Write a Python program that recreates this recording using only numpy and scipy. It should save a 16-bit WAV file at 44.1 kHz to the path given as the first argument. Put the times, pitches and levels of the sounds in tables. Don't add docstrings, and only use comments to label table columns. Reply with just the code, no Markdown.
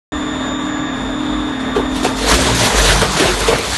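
import sys
import numpy as np
from scipy import signal
from scipy.fft import rfft, irfft
from scipy.io import wavfile
from scipy.ndimage import uniform_filter1d

SR = 44100
rng = np.random.default_rng(int(sys.argv[2]) if len(sys.argv) > 2 else 0)


def store_wav(level_fs):
    pcm = np.round(np.clip(np.atleast_2d(level_fs), -1, 1) * 32767)
    wavfile.write(sys.argv[1], SR, pcm.T.astype(np.int16))


def voltage_ratio(level):
    return 10 ** (np.asarray(level, float) / 20)


N = 166257
T = np.arange(N) / SR
CARRIER_HZ = 3500


def evened(x):
    return x / np.sqrt(np.mean(x ** 2) + 1e-20)


def curve(points):
    p = np.transpose(points)
    return np.interp(T, p[0], p[1])


def colour(x, points):
    f, db = np.transpose(points)
    hz = np.fft.rfftfreq(N, 1 / SR)
    gain = voltage_ratio(np.interp(np.log(hz + 1), np.log(f + 1), db))
    return evened(irfft(rfft(x) * gain, N))


def resonate(x, hz, width):
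    turn = np.exp(2j * np.pi * np.cumsum(hz * np.ones(len(x))) / SR)
    r = np.exp(-np.pi * abs(width) / SR)
    return 2 * (turn * signal.lfilter([1 - r], [1, -r], x / turn)).real


def slow(rate):
    t = T[::128]
    rates = np.geomspace(rate / 12, rate, num=16)
    drift = sum(np.sin(2 * np.pi * (f * t + rng.random())) / np.sqrt(f) for f in rates)
    return np.interp(T, t, evened(drift))


def tone(hz, db, waver_db):
    level = np.sqrt(2) * voltage_ratio(db + waver_db * slow(7))
    return level * np.sin(2 * np.pi * (hz * T + rng.random()) + .35 * slow(4))


def crackle(per_s, spread_db, smooth):
    size = voltage_ratio(spread_db * np.minimum(rng.exponential(1, N), 4))
    clicks = size * (rng.random(N) < per_s / SR) * rng.choice([-1, 1], N)
    return evened(clicks) + smooth * rng.standard_normal(N)


def patchy(x, depth_db):
    z = signal.stft(x, nperseg=512, noverlap=384)[2]
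    field = rng.standard_normal(z.shape[::-1]).T
    field = evened(uniform_filter1d(uniform_filter1d(field, size=6, axis=0), size=14, axis=1))
    return evened(signal.istft(z * voltage_ratio(depth_db * field), nperseg=512, noverlap=384)[1][:N])


def whine():
    drive_hz, mains_hz = 34.9, 50.08
    # carrier multiple, drive multiple, level in dB.
    drive_lines = [(1, -5, -50), (1, -3, -52), (1, -1, -44), (1, 1, -41), (1, 3, -44), (1, 5, -37),
                   (2, -6, -57), (2, -4, -59), (2, -2, -53), (2, 0, -45.5), (2, 2, -51), (2, 4, -59),
                   (2, 6, -58)]
    # carrier multiple, mains multiple, level in dB.
    mains_lines = [(1, -5, -51), (1, -1, -44), (1, 1, -41), (1, 5, -51)]
    # pitch in Hz, level in dB, waver in dB.
    gear_tones = [(261, -24.5, .7), (226, -35, 3)]
    # time in seconds, gain in dB.
    gear_load = [(.15, -1.5), (.41, -0.5), (.73, -1), (1.0, 0), (1.3, 0), (1.72, 1.5), (2.14, 2.5),
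                 (2.3, -4.5), (2.7, 3), (2.8, -9), (3.77, -4)]
    # time in seconds, level in dB.
    ripple = [(0.15, -22), (0.2, -24), (0.3, -23), (0.44, -34), (0.47, -27), (0.84, -24), (1.03, -37),
              (1.13, -24.5), (1.28, -21), (1.51, -24), (1.55, -30.5), (1.73, -35), (1.76, -25), (1.97, -24),
              (2.19, -33), (2.3, -22)]

    second_db = 6 * np.exp(-((T - .65) / .4) ** 2) - 1 - 5 * (T > 1.93)
    out = np.zeros(N)
    for c, k, db in drive_lines:
        out = out + tone(c * CARRIER_HZ + k * drive_hz, db + (c - 1) * second_db, 1.5 * c)
    for c, k, db in mains_lines:
        out = out + tone(c * CARRIER_HZ + k * mains_hz, db, 0.83)
    out = out + voltage_ratio(curve(gear_load)) * sum(tone(*row) for row in gear_tones)
    load_drop_db = -10 * np.clip((T - 2.2) / .15, 0, 1)
    return out + voltage_ratio(curve(ripple)) * tone(6 * mains_hz, load_drop_db, .4)


def motor_wash():
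    # frequency in Hz, level in dB per Hz.
    wash_spectrum = [(26, -38), (45, -5.5), (200, 1), (300, 0.5), (420, -6.5), (1130, -3), (2300, -15.5),
                     (4500, -26.5), (11900, -38.5)]
    # frequency in Hz, width in Hz, level in dB.
    housing = [(49.7, 26, -36.5), (434.7, 20, -39), (612, 120, -38), (1220, 1500, -45), (1774, 580, -40),
               (3540, 760, -45.5), (1164, 7.2, -36.5), (1675, 9.1, -39), (1816, 18, -41)]
    wash = voltage_ratio(-24.5) * patchy(colour(crackle(3000, 4.5, 2.4), wash_spectrum), 0.22)
    loading = np.clip((T - 1.78) / 0.11, 0, 1)
    for hz, width, db in housing:
        level = voltage_ratio(db + 3.04 * slow(7.87) - 6.6 * (width < 40) * (hz > 1000) * loading)
        ringing = resonate(resonate(rng.standard_normal(N), hz, width), hz, width)
        wash = wash + level * evened(ringing)
    return wash * voltage_ratio(.6 * slow(30))


def motor():
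    # time in seconds, gain in dB.
    idle_gain = [
        (.12, -0.5),
        (1.7, -0.5),
        (2.2, -0.5),
        (2.5, 1.5),
        (2.75, -15),
        (3.1, -10),
        (3.77, -12),
    ]
    return voltage_ratio(curve(idle_gain)) * (whine() + motor_wash())


def frame():
    # peak in seconds, pitch in Hz, level in dB, half length in seconds.
    shudders = [(1.372, 51, -29.5, 0.055), (1.93, 50.1, -27.5, 0.096), (2.27, 50.7, -23, 0.083),
                (2.356, 54.6, -17, 0.019), (2.49, 63.9, -22, 0.095), (2.796, 50.1, -14.5, 0.037),
                (2.92, 50.05, -15.5, 0.07), (3.08, 54.1, -25, 0.053), (3.336, 51, -20, 0.045),
                (3.443, 50.3, -20.5, 0.066), (3.71, 58.1, -28, 0.03)]
    # frequency in Hz, width in Hz, start in seconds, end in seconds, level in dB.
    modes = [
        (117.7, 7.7, 2.3, 2.73, -24),
        (183.5, 9, 2.3, 2.75, -29),
        (183.5, 7.4, 2.82, 3.3, -27),
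        (143, 4.8, 2.78, 3.2, -33),
        (433.3, 9.9, 2.1, 3.1, -31.5),
        (619, 11, 2.9, 3.05, -38),
        (259.3, 1.7, 2.3, 2.72, -28.5),
    ]
    wobble = np.cumsum(1 + 0.037 * slow(14)) / SR
    out = np.zeros(N)
    for s, hz, db, half in shudders:
        surge = np.exp(-.5 * ((T - s) / half) ** 2)
        out = out + np.sqrt(2) * voltage_ratio(db) * surge * np.sin(2 * np.pi * hz * wobble)
    for hz, width, start, end, db in modes:
        ringing = evened(resonate(rng.standard_normal(N), hz * (1 + 0.031 * slow(5)), width))
        fade = np.clip(np.minimum(T - start, end - T) / 0.033, 0, 1)
        out = out + voltage_ratio(db) * ringing * fade
    return out


def tearing():
    # peak in seconds, hiss in dB, grind in dB, rise in seconds.
    bites = [(1.61, -39.5, -31, 0.011), (1.765, -33.5, -22.5, 0.0099), (1.965, -35, -45, 0.047),
             (2.033, -29, -44, .004), (2.047, -21, -18, 0.0033), (2.11, -45, -44, .015),
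             (2.19, -24.5, -38, 0.022), (2.241, -22.5, -24, 0.023), (2.304, -13.5, -15, 0.024),
             (2.35, -15, -29, 0.0085), (2.42, -19, -30, 0.024), (2.48, -22, -17, 0.032),
             (2.552, -19.5, -47, 0.0036), (2.61, -17.5, -24, 0.032), (2.664, -16, -15, 0.035),
             (2.74, -37, -20.5, 0.022), (2.79, -15.5, -16, 0.023), (2.85, -34, -18, 0.03),
             (2.925, -15, -14.5, 0.094), (3.018, -24, -12.5, 0.0029), (3.13, -21, -24.5, 0.014),
             (3.175, -20, -19, 0.0086), (3.201, -16, -11.5, 0.0046), (3.29, -26, -17, 0.095),
             (3.411, -31, -17, 0.0058), (3.487, -20, -16.5, 0.018), (3.53, -44, -16.5, 0.022),
             (3.586, -32, -18, 0.005), (3.67, -51, -36, .03), (3.75, -25.5, -34, 0.06)]
    # frequency in Hz, level in dB per Hz.
    hiss_spectrum = [(1500, -4.5), (2400, -9.5), (2850, -7), (3400, -4), (4500, -3.5), (5100, -7.5),
                     (6200, -6), (9800, -12.5), (11900, -18.5)]
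    # frequency in Hz, level in dB per Hz.
    grind_spectrum = [(28, -22), (60, 1.5), (120, 3), (250, -1), (500, 1), (1000, 0.5), (2000, -4.5),
                      (3500, -8.5), (7000, -28.5)]
    # time in seconds, level in dB.
    drag = [(1.9, -73), (1.96, -28), (2.2, -38), (2.3, -23.5), (3.0, -20), (3.08, -25.5), (3.3, -21),
            (3.6, -26.5), (3.77, -21.5)]
    hiss_fall_s, grind_fall_s = 0.035, 0.054

    hiss = voltage_ratio(2 * curve(drag))
    grind = voltage_ratio(2 * (curve(drag) + 0.5))
    for s, hiss_db, grind_db, rise in bites:
        up = np.exp(-((T - s) / rise) ** 2)
        after = abs(T - s)
        hiss = hiss + voltage_ratio(2 * hiss_db) * np.where(T < s, up, np.exp(-2 * after / hiss_fall_s))
        grind = grind + voltage_ratio(2 * grind_db) * np.where(T < s, up, np.exp(-2 * after / grind_fall_s))
    judder = slow(90)
    bright = patchy(colour(crackle(6000, 2.4, 0.81), [(700, -35)] + list(hiss_spectrum)), 1.88)
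    rough = patchy(colour(crackle(2500, 3.0, 1.88), grind_spectrum), 2.47)
    return np.sqrt(hiss) * voltage_ratio(0.29 * judder) * bright + np.sqrt(grind) * voltage_ratio(judder) * rough


def snaps():
    # time in seconds, peak in dB, ring in Hz.
    cords = [
        (1.9647, -21, 3690),
        (2.0331, -19, 3540),
        (2.046, -17, 1510),
        (2.5504, -13, 1760),
        (3.016, -18, 1300),
        (3.1989, -9, 1080),
        (3.405, -14, 1790),
        (3.508, -22, 1800),
        (3.525, -18, 1500),
        (3.585, -12, 2080),
    ]
    out, t = np.zeros(N), np.arange(SR // 20) / SR
    for s, db, hz in cords:
        crack = signal.lfilter([1, -.9], [1, -.45], rng.standard_normal(len(t)))
        ring = np.sin(2 * np.pi * hz * t) + .6 * evened(resonate(crack, hz, 350))
        burst = crack + voltage_ratio(4) * ring
        out[round(s * SR):][:len(t)] += voltage_ratio(db - 9) * np.exp(-t / .005) * burst
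    return out


def pops():
    # start in seconds, peak in dB, pitch in Hz, swell time in seconds.
    booms = [(1.7635, -0.5, 431, 0.0033), (1.764, -10, 786, 0.0019), (1.7754, -3, 420, 0.0024),
             (1.7838, -6, 436, .003), (1.7965, -6, 397, .003), (1.791, -18, 903, 0.0052),
             (2.027, -12, 353, .004), (2.048, -3.5, 472, 0.0027), (2.048, -5.5, 710, 0.0032),
             (2.058, -11, 900, 0.0027), (2.062, -7.5, 400, 0.0035), (2.163, -22, 420, .006),
             (2.211, -23, 436, .006), (2.239, -14, 492, 0.0043), (2.325, -12, 433, 0.016),
             (2.337, -14, 351, 0.02), (2.387, -8.5, 598, 0.0042), (2.421, -14, 430, .007),
             (2.447, -14, 360, 0.0077), (2.615, -16, 606, .012), (2.643, -15, 438, 0.012),
             (2.655, -14, 610, .014), (2.707, -21, 475, 0.0075), (2.79, -16, 616, 0.0091),
             (2.835, -11, 460, 0.0055), (2.905, -17, 405, .008), (3.018, -8.5, 443, 0.015),
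             (3.02, -10, 607, 0.0086), (3.038, -11.5, 478, 0.0085), (3.2, -4, 299, 0.0066),
             (3.213, -4.5, 385, 0.0079), (3.246, -17, 403, 0.012), (3.279, -10, 360, 0.014),
             (3.368, -13, 442, .007), (3.409, -14, 448, 0.012), (3.482, 0, 456, 0.0093),
             (3.501, -11, 584, 0.0062), (3.524, -5, 480, 0.0055), (3.587, -11, 458, 0.01)]
    # pitch ratio, level in dB.
    boom_modes = [(0.999, -0.5), (1.45, -13), (2.1, -16), (2.8, -23)]
    out, t = np.zeros(N), np.arange(SR // 6) / SR
    puff = colour(rng.standard_normal(N), [(150, -10), (400, 9), (1400, -4.5), (3500, -58.0)])
    for s, db, hz, swell in booms:
        ring = np.zeros(len(t))
        for k, mode_db in boom_modes:
            envelope = (k * t / swell * np.exp(1 - k * t / swell)) ** 1.19
            ring = ring + voltage_ratio(mode_db) * envelope * np.sin(2 * np.pi * hz * k * t)
        at = round(s * SR)
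        part = out[at:][:len(t)]
        part += voltage_ratio(db - 4.0) * ring[:len(part)]
        breath = voltage_ratio(db - 23) * np.minimum(t / swell, 1) * np.exp(-t / (4.7 * swell))
        part += breath[:len(part)] * puff[at:][:len(t)]
    return out


def hopper(x):
    at = np.arange(200, SR // 2, 20)
    at = at + rng.integers(0, 20, len(at))
    taps = np.zeros(SR // 2 + 20)
    taps[at] = rng.choice([-1., 1.], len(at)) * voltage_ratio(-60 * at / SR / 0.3)
    return signal.fftconvolve(x, taps / np.linalg.norm(taps))[:N]


def scene():
    knocks = pops() + snaps()
    return (motor() + tearing() + knocks + voltage_ratio(-12) * hopper(knocks) + frame())[None]


def limiter(x):
    ceiling = .8
    knee = .7 * ceiling
    room = ceiling - knee
    bent = knee + room * np.tanh((abs(x) - knee) / room)
    soft = np.sign(x) * np.where(abs(x) > knee, bent, abs(x))
    free = (T > 2.312) & (T < 2.345)
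    return np.where(free, 1.4 * x, soft)


def lose_treble(x):
    # start in seconds, end in seconds, low edge in Hz, high edge in Hz.
    holes = [
        (.46, .62, 4100, 4600),
        (.48, .6, 7300, 10200),
        (.7, .95, 7300, 10600),
        (0, 1.65, 11450, 12500),
    ]
    hz, t, z = signal.stft(x, SR, nperseg=1024, noverlap=768)
    hz = hz[:, None]
    rag = rng.standard_normal(z.shape[::-1]).T
    rag = evened(uniform_filter1d(uniform_filter1d(rag, size=4, axis=1), size=8, axis=2))
    nearby = uniform_filter1d(uniform_filter1d(abs(z), size=5, axis=1), size=5, axis=2)
    off_whine = abs(hz - 2 * CARRIER_HZ) > 150
    lost = (nearby < voltage_ratio(-63)) & (rag > 1.45) & (hz > 3800) & off_whine
    for start, end, low, high in holes:
        in_band = (hz > low + 200 * np.maximum(rag, -.5)) & (hz < high + 500 * rag)
        in_time = (t > start + .015 * rag) & (t < end + .015 * rag)
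        lost = lost | (in_band & in_time)
    return signal.istft(z * ~lost, SR, nperseg=1024, noverlap=768)[1][:, :N]


def top_cut(x):
    return signal.sosfilt(signal.butter(12, 15870, fs=SR, output="sos"), x)


def record(dry):
    low_pass = signal.firwin(801, 11950, window=("kaiser", 9), fs=SR)
    x = signal.oaconvolve(limiter(dry), low_pass[None], "same")
    x = lose_treble(x)
    opening = np.clip((T - .1203) * 2000, 0, 1)
    x = np.clip(x * opening, -.93, .93)
    return top_cut(x)


dry = scene()
out = record(dry)
store_wav(out)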